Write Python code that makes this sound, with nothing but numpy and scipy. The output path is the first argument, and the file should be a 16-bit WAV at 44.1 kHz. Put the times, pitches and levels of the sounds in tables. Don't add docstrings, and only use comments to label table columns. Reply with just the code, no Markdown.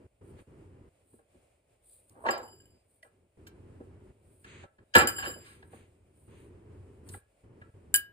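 import sys
import numpy as np
from scipy import signal
from scipy.fft import rfft, irfft, next_fast_len
from scipy.io import wavfile
from scipy.ndimage import uniform_filter1d

SR = 44100
rng = np.random.default_rng(int(sys.argv[2]) if len(sys.argv) > 2 else 0)


def dump(signal):
    limited = np.clip(np.atleast_2d(signal).T, -1, 1)
    pcm = np.round(limited * 32767).astype(np.int16)
    wavfile.write(sys.argv[1], SR, pcm)


N = 358268


# (time [s], peak level [dB], contact pitch [Hz], chatter t60 [s])
POT_KNOCKS = [(0.384, -54.5, 850, 0.038), (1.128, -51, 324, 0.047), (1.186, -58, 600, .04),
              (1.341, -55.5, 238, 0.065), (2.095, -55, 9020, 0.012), (2.151, -53.5, 500, .2),
              (2.251, -36, 902, 0.051), (2.258, -41, 2600, 0.27), (2.261, -24.5, 910, 0.045),
              (2.285, -19.5, 1000, 0.039), (2.299, -33, 510, 0.09), (2.310, -35.5, 1600, 0.17),
              (2.400, -48.5, 454, .2), (3.027, -54.5, 2930, 0.021), (3.039, -55.5, 750, 0.1),
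              (3.466, -49, 2600, 0.038), (3.468, -51.5, 7940, 0.044), (3.800, -39.5, 324, .06),
              (4.442, -47, 2010, 0.036), (4.633, -46, 894.5, 0.033), (4.782, -58.5, 1527, .04),
              (4.938, -26.5, 2511, 0.066), (4.949, -4.5, 1522, 0.067), (4.953, -17.5, 286.7, 0.08),
              (4.967, -22.5, 902.6, .06), (4.984, -16.5, 1526, 0.11), (5.006, -24, 1186, .05),
              (5.012, -27.5, 303.5, .12), (5.035, -30, 615.6, .12), (5.072, -27, 1473, 0.04),
              (5.083, -30, 1600, .07), (5.179, -37, 1592, 0.13), (5.221, -32, 1700, 0.19),
              (5.263, -35, 481.5, 0.05), (5.280, -39, 691, .08), (5.350, -46.5, 454, 0.11),
              (5.439, -52, 2260, 0.3), (5.624, -50, 1440, .03), (5.727, -45, 469, 0.055),
              (7.088, -46, 6050, 0.032), (7.134, -46, 1800, 0.056), (7.614, -48, 1280, .04),
              (7.942, -38, 2900, 0.04), (7.955, -42, 2600, .04), ]
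# (pitch [Hz], relative level [dB], t60 [s])
POT_RINGS = [(83.6, 2.5, 0.15), (236, -3.5, 0.069), (359, -5, 0.06), (470, -3.5, 0.05), (568, 1, 0.019),
             (772, -8, 0.033), (1114.6, -11.5, 0.077), (1322, -6, .04), (1690, -3, 0.033),
             (1940, -10, 0.025), (2430, -11, 0.025), (2680, -12, 0.028), (3150, -16.5, .025),
             (3880, -18.5, 0.092)]
# (time [s], peak level [dB], pitch [Hz], t60 [s])
WALL_TAPS = [(2.264, -26, 919, 0.042), (2.287, -24, 1894, 0.018), (3.029, -47.5, 1974, 0.032),
             (3.031, -56.5, 636, .05), (4.962, -31, 855, 0.064), (5.015, -28, 830, 0.094),
             (2.398, -46, 509, 0.084), (2.534, -53, 374, 0.073), (7.143, -47.5, 1370, 0.026),
             (7.142, -48.5, 1990, .022), (7.147, -44, 810, 0.024)]
# (loudest moment [s], level [dB], rise [s], fall [s])
FOOT_SCRAPES = [(2.26, -36, 0.021, 0.2019), (2.242, -54.5, .12, -0.14)]
SCRAPE_HZ, GRIT_PER_S = (470, 1200), 900
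# (loudest moment [s], level [dB], rise [s], fall [s])
POT_SLIDES = [(.395, -66, .04, .04), (6.33, -70, .07, .3), (4.47, -62, .03, .15), (4.55, -63, .12, .12),
              (4.63, -61, .12, .03), (5.46, -64, .12, .2), (5.75, -66, .05, .15)]
# (frequency [Hz], level [dB per Hz])
DRAG_COLOUR = [(530, -32.5), (900, -7.5), (2390, -0.5), (4620, -14), (5810, -40), (6200, -10), (8760, -19),
               (12000, -44), (15600, -77), (22000, -120)]

# (time [s], strength [dB], tilt around 7400 Hz [dB per octave])
STRAINER_BOUNCES = [(2.3073, -28, -1), (2.378, -40, 2.5), (2.43, -45, 3), (2.478, -47, 2),
                    (2.526, -50.5, 1), (2.565, -59, 5), (2.601, -53, -2.5), (2.655, -51, 2.5),
                    (2.704, -57, 6), (4.9523, -21, 10.5), (4.9645, -21.5, -2), (4.983, -20.5, 5),
                    (5.073, -20, 5.5), (5.086, -25.5, 2.5), (5.123, -40, 1.5), (5.163, -37.5, 1.5),
                    (5.186, -39, -8.5), (5.224, -39.5, -7.5), (5.2604, -38, -6), (5.279, -37.5, -1.5),
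                    (5.308, -42.5, -3.5), (5.3393, -45, -5.5), (7.9417, -12, 3), (7.949, -21.5, -1.5),
                    (7.9595, -16.5, 6.5)]
# (loudest moment [s], level before the contact level [dB], rise [s], fall [s])
STRAINER_ROLLS = [(2.44, -63, 0.042, 0.3), (5.0, -35.5, .02, 0.0367), (5.088, -33.5, 0.0044, -0.0014),
                  (5.192, -39, 0.064, -0.02), (5.275, -42.5, 0.028, 0.0427), (5.28, -49.5, .16, 0.1827),
                  (7.952, -33.5, 0.0078, .015)]
BOWL_PITCHES = [1640, 1632, 2990, 2971, 4910, 4900, 7385, 7700, 10320, 12841, 13010, 13650, 15722]
# (resting level [dB], resting t60 [s], lifted level [dB], lifted t60 [s])
BOWL_RINGS = [(-8.5, 0.038, -3, 0.044), (-15, 0.11, -21.5, 0.32), (-6, 0.079, -6.5, 0.067),
              (-20.5, .25, -17.5, 0.25), (-16, 0.06, -17, 0.051), (-12.5, 0.37, -29.5, 0.2),
              (-2.5, .06, -0.5, 0.019), (-7.5, .015, 2, 0.0095), (-8.5, 0.068, -6, .1),
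              (-24.5, .12, -18.5, 0.22), (-13.5, 0.068, -10.5, .053), (-19, .081, -19, 0.099),
              (-13.5, .12, -12, 0.123)]
# (frequency [Hz], level [dB per Hz])
MESH_COLOUR = [(1470, -43.5), (2500, -16.5), (5500, -23.5), (7600, -10), (10600, -8), (12000, -52),
               (12400, -9.5), (13300, -7), (16100, -23.5), (16500, -23.5)]
LIFTED_S, LIFTED_SHIVER_DB, LIFTED_SIZZLE_DB = 6.5, -24, -13
SHIVER_DB, SHIVER_T60_S = -17, 0.11
SHIVER_TILT = 4.5
SWELL_T60_S = .0035
SIZZLE_T60_S = .14
HARD_DB, STRIKE_GROWTH = -20, 1.25
TICK_GROWTH = 1.8

# (loudest moment [s], level [dB], rise [s], fall [s])
GLOVE_STROKES = [(.285, -70, .07, .09), (.4, -72, .04, .05), (1.13, -69, .12, .11), (1.87, -65, .05, .15),
                 (1.955, -63, .12, .12), (2.1, -68, .06, .12), (2.26, -65, .08, .05), (2.94, -70, .1, .1),
                 (3.032, -66, .008, .07), (4.4, -69, .22, .15), (6.39, -73, .1, .16), (5.5, -62, .12, .12),
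                 (5.75, -68, .15, .12), (6.19, -71, .07, .2), (7.14, -52, .08, .07)]
# (frequency [Hz], level [dB per Hz])
CLOTH_COLOUR = [(1470, -35.5), (2500, -15), (3980, -9.5), (5090, -11.5), (5420, -39), (5680, -20),
                (7600, -5.5), (8300, 12), (11000, 4.5), (14000, -2.5), (15600, -12.5), (16500, -29.5)]
FIBRES_PER_S, FIBRE_DB = 600, -8

# (start [s], end [s], level [dB])
GATE_OPEN_SPELLS = [(0, 0.07, -53), (0.211, 0.427, -54), (.47, .893, -56), (1.024, 1.23, -71.5),
                    (1.32, 1.397, -69), (2.105, 2.54, -61), (2.548, 2.78, -63.5), (3.121, 3.275, -68),
                    (3.371, 4.124, -54.5), (4.122, 4.44, -66), (4.447, 4.663, -54.5), (4.786, 4.841, -58),
                    (4.944, 5.34, -49.5), (5.34, 5.852, -58), (5.846, 6.283, -67), (6.278, 7.06, -54.5),
                    (7.061, 7.184, -51.5), (7.435, 7.704, -55.5), (7.739, 8.002, -57), (8.003, 8.13, -67)]
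GATE_CLOSED_DB = -77.5
# (frequency [Hz], level [dB per Hz])
LOW_NOISE_COLOUR = [(12, -60), (30, -34), (48, -11), (91, 1), (169, -11), (323, -10), (361, -8), (709, -27),
                    (966, -25), (1110, -29), (3060, -40), (3520, -50), (8650, -50), (16500, -72)]
# (pitch [Hz], width [Hz], level against the noise [dB])
LOW_NOISE_TONES = [(94.6, 4.7, -6.5), (391, 60, -9.5)]
# (frequency [Hz], level [dB per Hz])
HUSH_COLOUR = [(18, -51.5), (30, -30), (48, -5), (107, -12), (235, -32.5), (577, -10.5), (625, -13),
               (953, -26.5), (1800, -30.5), (2400, -25.5), (3860, -36.5), (6200, -37.5), (8760, -28),
               (16500, -46)]
HUSH_DB, HUSH_FLICKER_DB = -73, 2.5

# (frequency [Hz], likeness [-1 to 1])
LEFT_RIGHT_LIKENESS = [(60, 0.99), (240, .99), (950, -0.042), (3770, -0.47), (15000, 1)]
# (frequency [Hz], lead [radians])
POT_PHASE_LEAD = [(0, 0), (200, -.3), (600, 1.29), (1640, -4.4), (3100, -1.5), (3880, -1.5), (4910, -11),
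                  (6120, -9), (7750, -5), (9560, -5), (10900, -2), (12600, -3), (14000, 0), (16500, -0.6)]
# (frequency [Hz], lead [radians])
BOWL_PHASE_LEAD = [(0, -0.5), (600, 11.5), (1550, 8), (2150, 7.5), (3620, 9), (4480, 10.5), (6800, 10.5),
                   (11400, 15), (13100, 17), (14400, 20.5), (16500, 17)]
# (frequency [Hz], lead [radians])
BACKGROUND_PHASE_LEAD = [(0, 0), (520, -0.33), (780, -1.54), (1210, 5), (1640, 3.5), (3010, 5), (4050, 3),
                         (6120, 2.5), (7750, 5), (9560, 6), (11100, 8.5), (13000, 10), (13900, 13),
                         (16500, 13)]
KITCHEN_T60_S, WALL_CUT_HZ = .35, 5800
ECHO_LOW_CUT_HZ = 250
# (frequency [Hz], width [Hz])
MICROPHONE_DIPS = [(5900, 550), (11700, 2000)]
CUTOFF_HZ = 16300


def knocks(body_db, rise_share):
    out = np.zeros(N + SR)
    t = np.arange(SR // 2) / SR
    for s, peak_db, hz, t60 in POT_KNOCKS:
        swell = 1 - np.exp(-t / (rise_share * t60))
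        chatter = rng.laplace(size=len(t)) * swell * from_db(-60 * t / t60)
        band = [hz / 1.817, min(hz * 1.915, 15000)]
        force = signal.sosfilt(signal.butter(2, band, "band", fs=SR, output="sos"), chatter)
        body = np.zeros(len(t))
        for k, (ring_hz, ring_db, ring_t60) in enumerate(POT_RINGS):
            body += (-1) ** k * from_db(ring_db) * ring(force, ring_hz, ring_t60)
        sound = force + from_db(body_db) * body
        crest = np.sqrt(2 * uniform_filter1d(sound ** 2, size=300).max())
        out[round(s * SR):][:len(t)] += from_db(peak_db) * sound / crest
    return out[:N]


def taps():
    out = np.zeros(N)
    for s, peak_db, hz, t60 in WALL_TAPS:
        click = np.zeros(SR // 4)
        click[0] = 1
        sound = ring(ring(click, hz, t60), hz, t60 / 3)
        out[round(s * SR):][:len(click)] += from_db(peak_db) * sound / np.abs(sound).max()
    return out


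def scrape():
    band = signal.butter(3, SCRAPE_HZ, "band", fs=SR, output="sos")
    grit = signal.sosfilt(band, grains(GRIT_PER_S, spread_db=2.5))
    return swells(FOOT_SCRAPES) * rms_one(grit)


def drag():
    return swells(POT_SLIDES) * noise(DRAG_COLOUR, patchy_db=1.5)


def clinks(scatter_db, contact_db, sizzle_db):
    s, strength_db, tilt = np.transpose(STRAINER_BOUNCES)
    at = np.round(s * SR).astype(int)
    jolts = np.zeros(N)
    jolts[at] = from_db(strength_db)
    resting = np.arange(N) / SR < LIFTED_S
    lifted = ~resting

    loose = jolts * from_db(LIFTED_SHIVER_DB * lifted)
    shiver = from_db(SHIVER_DB) * fade(loose, SHIVER_T60_S) + swells(STRAINER_ROLLS)
    contacts = shiver * from_db(contact_db) * (rng.random(N) < 1500 / SR)

    strike_db = np.minimum(strength_db, HARD_DB + STRIKE_GROWTH * (strength_db - HARD_DB))
    chance_db = rng.normal(0, scatter_db, (len(at), len(BOWL_RINGS)))
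    swell_gain = 2 * (1 - from_db(-60 / (SWELL_T60_S * SR)))
    rings = np.zeros(N)
    for k, (hz, row) in enumerate(zip(BOWL_PITCHES, BOWL_RINGS)):
        rest_db, rest_t60, lifted_db, lifted_t60 = row
        octaves = np.log2(hz / 7400)
        force = contacts * rng.standard_normal(N) * from_db(SHIVER_TILT * min(octaves, 0))
        force[at] += from_db(strike_db + tilt * octaves + chance_db[:, k])
        force = swell_gain * ring(force, hz, SWELL_T60_S)
        rings += from_db(rest_db) * ring(force * resting, hz, rest_t60)
        rings += from_db(lifted_db) * ring(force * lifted, hz, lifted_t60)

    ticks = from_db(HARD_DB) * (jolts / from_db(HARD_DB)) ** TICK_GROWTH
    tick = from_db(-4) * fade(ticks, 0.01)
    tail = from_db(sizzle_db) * fade(ticks * from_db(LIFTED_SIZZLE_DB * lifted), SIZZLE_T60_S)
    return rings + (tick + tail) * noise(MESH_COLOUR, patchy_db=-2.0)[0]


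def glove():
    catches = rms_one(fade(np.abs(grains(FIBRES_PER_S, spread_db=4.5)), .02))
    flutter = rms_one(1 + from_db(FIBRE_DB) * catches) * from_db(1.2 * drift(25))
    return swells(GLOVE_STROKES) * flutter * noise(CLOTH_COLOUR, patchy_db=1.2)


def kitchen(x):
    size = next_fast_len(N + SR)
    w = 2 * np.pi * np.fft.rfftfreq(size, 1 / SR)
    wall = 1 / (1 + 1j * w / (2 * np.pi * WALL_CUT_HZ))
    spectrum = rfft(x, size) * w / np.hypot(w, 2 * np.pi * ECHO_LOW_CUT_HZ)
    out = []
    for lags in rng.uniform(.008, 0.028, (2, 8)):
        echoes = 0
        for k, lag in enumerate(lags):
            one_round = from_db(-60 * lag / KITCHEN_T60_S) * wall * np.exp(-1j * w * lag)
            echoes = echoes + (-1) ** k * one_round / (1 - one_round)
        out.append(irfft(spectrum * echoes, size)[:N])
    return np.array(out)


def gated_low_noise(switch_ms):
    level_db = np.full(N, float(GATE_CLOSED_DB))
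    for start, end, open_db in GATE_OPEN_SPELLS:
        level_db[round(start * SR):round(end * SR)] = open_db
    gain = from_db(uniform_filter1d(level_db, size=int(switch_ms * SR / 1000)))
    tones = np.zeros(N)
    for hz, width, db in LOW_NOISE_TONES:
        tones += from_db(db) * rms_one(ring(rng.standard_normal(N), hz, 2.0 / width))
    return gain * (noise(LOW_NOISE_COLOUR, patchy_db=-1.5) + tones)


def hush():
    return from_db(HUSH_DB) * noise(HUSH_COLOUR, HUSH_FLICKER_DB)


def at_ports(x, lead):
    pair = np.broadcast_to(x, (2, N))
    hz = np.maximum(np.fft.rfftfreq(N, 1 / SR), 1)
    turn = np.exp(1j * at_hz(lead, hz))
    return np.array([irfft(rfft(pair[0]) * turn, N), pair[1]])


def ring(force, hz, t60):
    r = from_db(-60 / (t60 * SR))
    w = 2 * np.pi * hz / SR
    return signal.lfilter([0, np.sin(w)], [1, -2 * r * np.cos(w), r * r], force + 1e-18)


def fade(jolts, t60):
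    return signal.lfilter([1], [1, -from_db(-60 / (t60 * SR))], jolts + 1e-18)


def swells(rows):
    t = np.arange(N) / SR
    gain = np.zeros(N)
    for s, db, rise, fall in rows:
        steps = (t - s) / np.where(t < s, rise, fall)
        gain += from_db(db - 20 * steps ** 2)
    return gain


def grains(per_s, spread_db):
    hits = rng.random(N) < per_s / SR
    signs = rng.choice([-1, 1], N)
    sizes = from_db(spread_db * np.minimum(rng.exponential(1, N), 4))
    return rms_one(hits * signs * sizes)


def noise(spectrum, patchy_db):
    hz = np.maximum(np.fft.rfftfreq(N, 1 / SR), 1)
    mid, side = rfft(rng.standard_normal((2, N))) * from_db(at_hz(spectrum, hz))
    alike = np.clip(at_hz(LEFT_RIGHT_LIKENESS, hz), -1, 1)
    pair = np.sqrt(1 + alike) * mid + np.sqrt(1 - alike) * side * [[1], [-1]]
    return rms_one(irfft(pair, N) * from_db(patchy_db * drift(4.6)))


def drift(rate):
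    r = np.exp(-80 * np.pi * rate / SR)
    steps = rng.standard_normal(N // 40 + 2002)
    slow = signal.lfilter([1], [1, -2 * r, r * r], steps)[2000:]
    return np.interp(np.arange(N) / 40, np.arange(len(slow)), rms_one(slow))


def at_hz(points, hz):
    point_hz, values = np.array(points).T
    return np.interp(np.log(hz), np.log(np.maximum(point_hz, 1)), values)


def rms_one(x):
    return x / np.sqrt(np.mean(x ** 2) + 1e-20)


def from_db(db):
    return 10 ** (np.asarray(db) / 20)


def scene():
    pot = knocks(body_db=-21.0, rise_share=0.14) + scrape()
    tapped = taps()
    bowl = clinks(scatter_db=2.0, contact_db=-5.5, sizzle_db=-12.0)
    pot_pair = at_ports(pot, POT_PHASE_LEAD) * from_db([[-.4], [.4]])
    near = pot_pair + at_ports(bowl, BOWL_PHASE_LEAD) + tapped
    echoes = from_db(-17.5) * kitchen(pot) + from_db(-28) * kitchen(bowl + from_db(1.5) * tapped)
    background = gated_low_noise(switch_ms=6.1) + hush() + glove() + drag()
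    return near + echoes + at_ports(background, BACKGROUND_PHASE_LEAD)


def record(dry):
    for hz, width in MICROPHONE_DIPS:
        dry = signal.lfilter(*signal.iirnotch(hz, hz / width, SR), dry)
    top = .9
    rounded = top * np.tanh(dry / top)
    return signal.sosfilt(signal.cheby2(12, 70, CUTOFF_HZ, fs=SR, output="sos"), rounded)


dry = scene()
out = record(dry)
dump(out)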